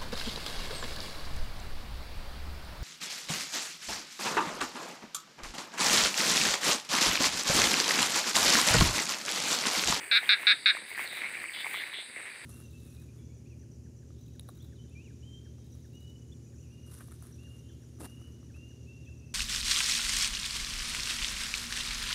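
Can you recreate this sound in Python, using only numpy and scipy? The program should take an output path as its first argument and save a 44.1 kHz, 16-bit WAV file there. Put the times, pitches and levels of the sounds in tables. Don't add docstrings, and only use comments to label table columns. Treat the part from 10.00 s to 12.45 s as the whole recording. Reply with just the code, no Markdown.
import sys
import numpy as np
from scipy import signal
from scipy.fft import rfft, irfft
from scipy.io import wavfile

SR = 44100
rng = np.random.default_rng(int(sys.argv[2]) if len(sys.argv) > 2 else 0)


def boost_factor(decibels):
    exponent = np.asarray(decibels, float) / 20
    return 10 ** exponent


def unload_audio(sound):
    columns = np.transpose(np.atleast_2d(sound))
    steps = np.round(np.clip(columns, -1, 1) * 32767)
    wavfile.write(sys.argv[1], SR, steps.astype(np.int16))


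N = 108045

# start in seconds, slowest pulse gap in seconds,
# time of the closing speed-up in seconds, time taken to slow down in seconds.
NEAR_CALLS = [
    (.1141, .0044, .0547, .00415),
    (.291, .00548, .039, .00707),
    (.4686, .00501, .0448, .00525),
    (.6585, .0056, .0371, .00795),
]
FAR_CALLS = [
    (1.5348, .00443, .0729, .00454),
    (1.7382, .00499, .0541, .00357),
    (1.936, .00485, .0578, .00404),
]
FARTHEST_CALLS = [
    (.862, .0045, .07, .004),
    (1.612, .0045, .04, .004),
    (1.797, .0045, .045, .004),
    (2.11, .0045, .09, .004),
    (2.295, .0045, .08, .004),
]
NEAR_LEVELS = [-14.5, -14.5, -13.5, -15]
FAR_LEVELS = [-36, -35.5, -36]
FARTHEST_LEVELS = [-48.5, -52.5, -47, -56, -55]
NEAR_SWELLS = [3, -1, 0, -.5]
FAR_SWELLS = [1, 1, -1]
# pitch in Hz, level in dB, swell time in seconds, after-ring level in dB,
# after-ring t60 in seconds, fade late in the call in dB per second.
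NEAR_SAC = [(1640, -5.5, .00095, -3, .013, 800), (2270, -1, .00057, -13, .03, 1100),
            (3780, -.5, .001, -20, .03, 1400), (4040, -5.5, .0008, -16, .02, 1400),
            (4880, -19.5, .0004, -3, .022, 1500)]
FAR_SAC = [(2200, -7, .0008, -9, .02, 900), (2800, -6, .0005, -12, .015, 1500),
           (3520, 0, .0006, -11, .02, 600), (3850, -12, .0008, -11, .02, 400)]

# time in seconds, level in dB.
TRAMPLING = [(0.1, -43), (0.24, -38.5), (0.42, -39), (0.62, -49), (0.76, -39.5), (0.84, -53.5),
             (0.992, -38.5), (1.148, -43), (1.248, -33), (1.3, -41.5), (1.36, -40.5), (1.5, -46),
             (1.66, -42.5), (1.72, -42.5), (1.8, -38), (1.92, -44.5), (2.1, -50.5), (2.17, -45.5)]
# time in seconds, level in dB.
BRUSHING = [(0.0, -56), (0.01, -58), (0.3, -51.5), (0.35, -62), (0.42, -49), (0.51, -70), (0.76, -65),
            (0.77, -59), (0.79, -75), (0.87, -76), (0.9, -54), (1.01, -51), (1.42, -62), (1.62, -56.5),
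            (1.8, -53), (2.01, -73), (2.44, -71), (2.45, -66)]
# frequency in Hz, level in dB.
CRACKLE_COLOUR = [(200, -24.5), (500, -17.5), (1300, -13), (1800, -2.5), (2200, 0), (2600, -5.5),
                  (3100, -15), (4500, -25.5)]
SWISH_COLOUR = [(2500, 5), (5000, -19), (6500, -5), (9000, 8), (12500, -2), (15000, 6.5)]
# time in seconds, level in dB, pitch in Hz.
BLADE_SNAPS = [(0.2342, -30.0, 2010), (0.3853, -29.0, 2060), (0.7502, -27.0, 1920), (0.7622, -31.0, 2170),
               (0.7687, -30.0, 2090), (0.777, -34.0, 2120), (0.9161, -31.0, 2170), (0.9494, -32.0, 2100),
               (0.9565, -33.0, 2010), (0.9788, -29.0, 1760), (0.985, -27.0, 1910), (0.994, -27.0, 2300),
               (1.0008, -33.0, 2020), (1.0071, -33.0, 2100), (1.0151, -30.0, 2080), (1.0216, -30.0, 2070),
               (1.03, -32.0, 2000), (1.0452, -30.0, 2060), (1.1282, -32.0, 2050), (1.1785, -32.0, 2090),
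               (1.2193, -25.0, 2200), (1.2366, -28.0, 2060), (1.2451, -24.0, 2150), (1.2527, -27.0, 2190),
               (1.2593, -28.0, 2180), (1.2656, -30.0, 2250), (1.2735, -30.0, 2310), (1.2885, -31.0, 2190),
               (1.3395, -30.0, 2190), (1.348, -31.0, 2210), (1.3544, -30.0, 2160), (1.3709, -32.0, 2350),
               (1.4417, -27.0, 2040), (1.4509, -32.0, 2170), (1.4583, -34.0, 2230), (1.4963, -33.0, 2070),
               (1.5493, -32.0, 2150), (1.5622, -33.0, 2170), (1.569, -31.0, 2130), (1.6462, -24.0, 2120),
               (1.6529, -32.0, 2170), (1.6669, -26.0, 2230), (1.6751, -34.0, 2140), (1.6937, -33.0, 2230),
               (1.7349, -29.0, 2330), (1.7428, -26.0, 2060), (1.7505, -32.0, 2180), (1.76, -29.0, 2040),
               (1.7927, -33.0, 2100), (1.8, -33.0, 2160), (1.8078, -30.0, 1980), (1.8318, -29.0, 2110),
               (1.8381, -26.0, 2110), (1.9298, -32.0, 2010), (1.944, -30.0, 2190), (1.9526, -34.0, 2130),
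               (2.1629, -31.0, 2030), (2.169, -35.0, 2260), (2.1766, -33.0, 2050), (2.3013, -35.0, 2290)]
STEM_KNOCKS = [(0.1271, -36, 660), (0.2303, -33.5, 770), (0.3253, -39, 890), (0.4338, -32.5, 1090),
               (0.7503, -36, 654), (0.7699, -31, 1150), (0.9154, -39.5, 880), (0.9779, -36.5, 950),
               (0.995, -27, 980), (1.0454, -38, 666), (1.1318, -39.5, 624), (1.2478, -42, 930),
               (1.4408, -33, 1220), (1.5746, -39, 1020), (1.6465, -36, 930), (1.6597, -30, 1030),
               (1.6684, -31, 920), (1.7443, -29, 1130), (1.7756, -41, 680), (1.9319, -41, 1020),
               (1.9876, -38.5, 496), (2.0261, -45, 635), (2.1668, -39, 433), (2.2331, -50, 640)]
DRY_TICKS = [(0.0149, -48.0, 14740), (0.1244, -42.0, 13060), (0.2319, -46.0, 14450), (0.24, -47.0, 13300),
             (0.2845, -46.0, 13440), (0.3024, -43.0, 13980), (0.4107, -49.0, 13650), (0.4189, -49.0, 12830),
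             (0.4617, -47.0, 13030), (0.6695, -47.0, 14980), (0.7684, -47.0, 12300), (0.9852, -45.0, 14160),
             (0.997, -41.0, 13570), (1.0121, -43.0, 13270), (1.0452, -45.0, 12990), (1.0758, -45.0, 13340),
             (1.086, -44.0, 14050), (1.4405, -50.0, 12400), (1.5251, -48.0, 15020), (1.5727, -40.0, 14950),
             (1.629, -45.0, 14040), (1.6972, -46.0, 14830), (1.7901, -40.0, 11960), (1.9391, -49.0, 14170)]
# time in seconds, level in dB, pitch in Hz, t60 in seconds.
DRIPS = [
    (.258, -30, 3130, 0.013),
    (1.076, -26, 4000, 0.0081),
    (1.261, -39, 4150, 0.018),
    (.957, -39, 4150, .015),
    (1.727, -40, 8200, .01),
]
# start in seconds, length in seconds, level in dB, from Hz, to Hz.
SQUEAKS = [
    (1.05, .027, -46, 4400, 4380),
    (1.398, .009, -46, 4350, 3900),
    (1.448, .016, -39, 2000, 2650),
    (1.479, .021, -38, 3150, 1900),
]

# frequency in Hz, level in dB.
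AIR_COLOUR = [(15, -78), (25, -21), (108, -12.5), (277, -7), (768, -12.5), (1220, -14.5), (2010, 0),
              (2360, -3.5), (3000, -39), (3900, -28), (6600, -120)]
# time in seconds, level in dB.
BREEZE = [(0.0, -51), (0.04, -62), (0.91, -73.5), (1.01, -62), (1.03, -62.5), (1.44, -63.5), (1.5, -64.5),
          (2.2, -73), (2.22, -71.5), (2.45, -60)]
# centre in Hz, width in Hz, level in dB, throb in dB.
INSECTS = [(3796, 420, -56, 5.5), (4614, 375, -60, 4), (8457, 640, -54.5, 1.9), (10310, 660, -62, 1.2),
           (6420, 120, -78.5, 0)]
# time in seconds, level in dB.
CHOIR_WAKES = [
    (.1, -14),
    (.2, 0),
    (1.36, 0),
    (1.43, -8),
    (1.55, -8),
    (1.62, 0),
]


def sac_pulse(sac, late, drift, luck):
    spread, scatter_db = 0.0045, 0.5
    t = np.arange(1200) / SR
    pulse = np.zeros(len(t))
    for k, (hz, mode_db, swell, after_db, t60, fade) in enumerate(sac):
        burst = (t / swell * np.exp(1 - t / swell)) ** 2
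        after = boost_factor(after_db - 60 * t / t60) * (1 - np.exp(-(t / swell) ** 2))
        pitch = hz * (1 + spread * luck[k] + drift * late)
        phase = min(late / 0.0035, 3) * luck[k + 10]
        wave = np.sin(2 * np.pi * pitch * t + phase)
        polarity = np.sign(3000 - hz)
        level = boost_factor(mode_db - fade * late + scatter_db * luck[k + 5])
        pulse += polarity * level * (burst + after) * wave
    return pulse


def pulse_gap(u, slow, turn, ease):
    fast, lead, turn_width = .00152, .0019, .0063
    slowing = 1 - np.exp(-(u + lead) / ease)
    hurrying = 1 + np.exp((u - turn) / turn_width)
    return fast + (slow - fast) * slowing / hurrying


def frog(calls, levels_db, swells_db, sac, echo_db, drift):
    fade_lag, fade_soft = 0.0058, 0.0035
    stutter_s, stutter_db = .0012, -4
    out = np.zeros(N)
    for (start, slow, turn, ease), db, swell_db in zip(calls, levels_db, swells_db):
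        u = 0.
        for luck in rng.standard_normal((40, 15)):
            late = fade_soft * np.log1p(np.exp((u - turn - fade_lag) / fade_soft))
            pulse = sac_pulse(sac, late, drift, luck)
            add(out, start + u, boost_factor(db + swell_db * (min(u / turn, 1) - 1)) * pulse)
            if u == 0 and swell_db > 1:
                add(out, start - stutter_s, boost_factor(db - swell_db + stutter_db) * pulse)
            u += pulse_gap(u, slow, turn, ease)
    out = signal.sosfilt(signal.butter(4, [1390, 5550], "band", fs=SR, output="sos"), out)
    return out + boost_factor(echo_db) * meadow_echo(out)


def meadow_echo(x):
    t60 = 0.22
    t = np.arange(9000) / SR
    tail = rng.standard_normal(9000) * boost_factor(-60 * t / t60) * (t > .002)
    return signal.oaconvolve(x, evened(tail) / np.sqrt(9000))[:N]


def grass():
    clump = wander(8.9)
    return crackle(clump) + swish(clump) + stem_hits() + drips() + squeaks()


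def crackle(clump):
    clicks = crackles(1.9, 0.77) * boost_factor(1.6 * clump)
    return boost_factor(-1 + np.maximum(along(TRAMPLING), -52.)) * coloured(clicks, CRACKLE_COLOUR)


def swish(clump):
    stroke_db = 0.77 * (along(BRUSHING) + 63)
    fizz = crackles(2., 0.71) * boost_factor(stroke_db + 2.5 * clump + 0.38 * wander(2.9))
    return boost_factor(-54.5) * coloured(fizz, SWISH_COLOUR)


def stem_hits():
    out = np.zeros(N)
    for hits, swell, trim_db in ((BLADE_SNAPS, .0012, .5), (STEM_KNOCKS, .0011, -1), (DRY_TICKS, .00035, -.5)):
        for (s, db, hz), luck in zip(hits, rng.random((len(hits), 2))):
            time = swell * (.75 + luck[0] / 2)
            add(out, s - time, boost_factor(db + trim_db) * blip(hz, time, luck[1]))
    return out


def drips():
    out = np.zeros(N)
    for s, db, hz, t60 in DRIPS:
        add(out, s, boost_factor(db) * ring(hz, t60, glide=0.06))
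    return out


def squeaks():
    out = np.zeros(N)
    for s, length, db, from_hz, to_hz in SQUEAKS:
        count = round(length * SR)
        turns = np.cumsum(np.geomspace(from_hz, to_hz, count)) / SR
        add(out, s, boost_factor(db) * np.sqrt(np.hanning(count)) * np.sin(2 * np.pi * turns))
    return out


def insects():
    out, hz = np.zeros(N), np.fft.rfftfreq(N, 1 / SR)
    for centre_hz, width, db, throb_db in INSECTS:
        skirt = (1 + ((hz - centre_hz) / width) ** 2) ** 1.43
        band = irfft(rfft(rng.standard_normal(N)) / skirt, N)
        wake_db = (abs(centre_hz - 3800) < 300) * along(CHOIR_WAKES)
        out += boost_factor(db + throb_db * wander(3.3) + wake_db) * evened(band)
    return out


def air():
    still = boost_factor(-53 + 3.43 * wander(15.4)) * coloured(rng.standard_normal(N), AIR_COLOUR)
    rumble = coloured(rng.standard_normal(N), [(50, -22), (110, 7), (250, -1.5), (400, 7)])
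    return still + boost_factor(along(BREEZE) + 1.0 + 2. * wander(6.1)) * rumble


def crackles(spread_db, hiss):
    struck = rng.random(N) < 1500 / SR
    size = boost_factor(spread_db * np.minimum(rng.exponential(1, N), 3)) * struck
    return evened(size * rng.standard_normal(N)) + hiss * rng.standard_normal(N)


def blip(hz, swell, phase):
    t = np.arange(0, 8 * swell, 1 / SR)
    return (t / swell * np.exp(1 - t / swell)) ** 2 * np.sin(2 * np.pi * (hz * t + phase))


def ring(hz, t60, glide):
    t = np.arange(3000) / SR
    wave = np.sin(2 * np.pi * hz * t * (1 + glide * t / t60))
    return wave * boost_factor(-60 * t / t60) * (1 - np.exp(-t / 0.00011))


def coloured(x, points):
    hz = np.abs(np.fft.fftfreq(4096, 1 / SR)) + 1
    f, db = np.transpose(points)
    octaves_out = np.maximum(np.log2(hz / f[-1]), 0) + np.maximum(np.log2(f[0] / hz), 0)
    gain_db = np.interp(np.log(hz), np.log(f), db) - 18 * octaves_out
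    log_gain = np.log(boost_factor(np.maximum(gain_db, -100)))
    taps = np.fft.ifft(np.exp(np.conj(signal.hilbert(log_gain)))).real
    return evened(signal.oaconvolve(x, taps[:2048])[:N])


def wander(rate_hz):
    slow = signal.lfilter(*signal.butter(2, rate_hz, fs=SR), rng.standard_normal(N + SR))
    return evened(slow[SR:])


def along(curve):
    return np.interp(np.arange(N) / SR, *np.transpose(curve))


def evened(x):
    return x / np.sqrt(np.mean(x ** 2) + 1e-20)


def add(mix, s, sound):
    part = mix[round(s * SR):][:len(sound)]
    part += sound[:len(part)]


def scene():
    near = frog(NEAR_CALLS, NEAR_LEVELS, NEAR_SWELLS, NEAR_SAC, echo_db=-17, drift=-1.1)
    far = frog(FAR_CALLS, FAR_LEVELS, FAR_SWELLS, FAR_SAC, echo_db=-6, drift=0.84)
    no_swell = np.zeros(len(FARTHEST_CALLS))
    farthest = frog(FARTHEST_CALLS, FARTHEST_LEVELS, no_swell, NEAR_SAC[2:4], echo_db=-11, drift=0)
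    return (near + far + farthest + grass() + insects() + air())[None]


def roll_off(x):
    return signal.sosfilt(signal.butter(12, 16790, fs=SR, output="sos"), x)


def record(dry):
    mic = signal.sosfilt(signal.butter(1, 70, "high", fs=SR, output="sos"), dry)
    treble_limit = signal.firwin(801, 15600, window=("kaiser", 9), fs=SR)
    mic = signal.oaconvolve(mic, treble_limit[None], "same")
    return roll_off(mic)


dry = scene()
out = record(dry)
unload_audio(out)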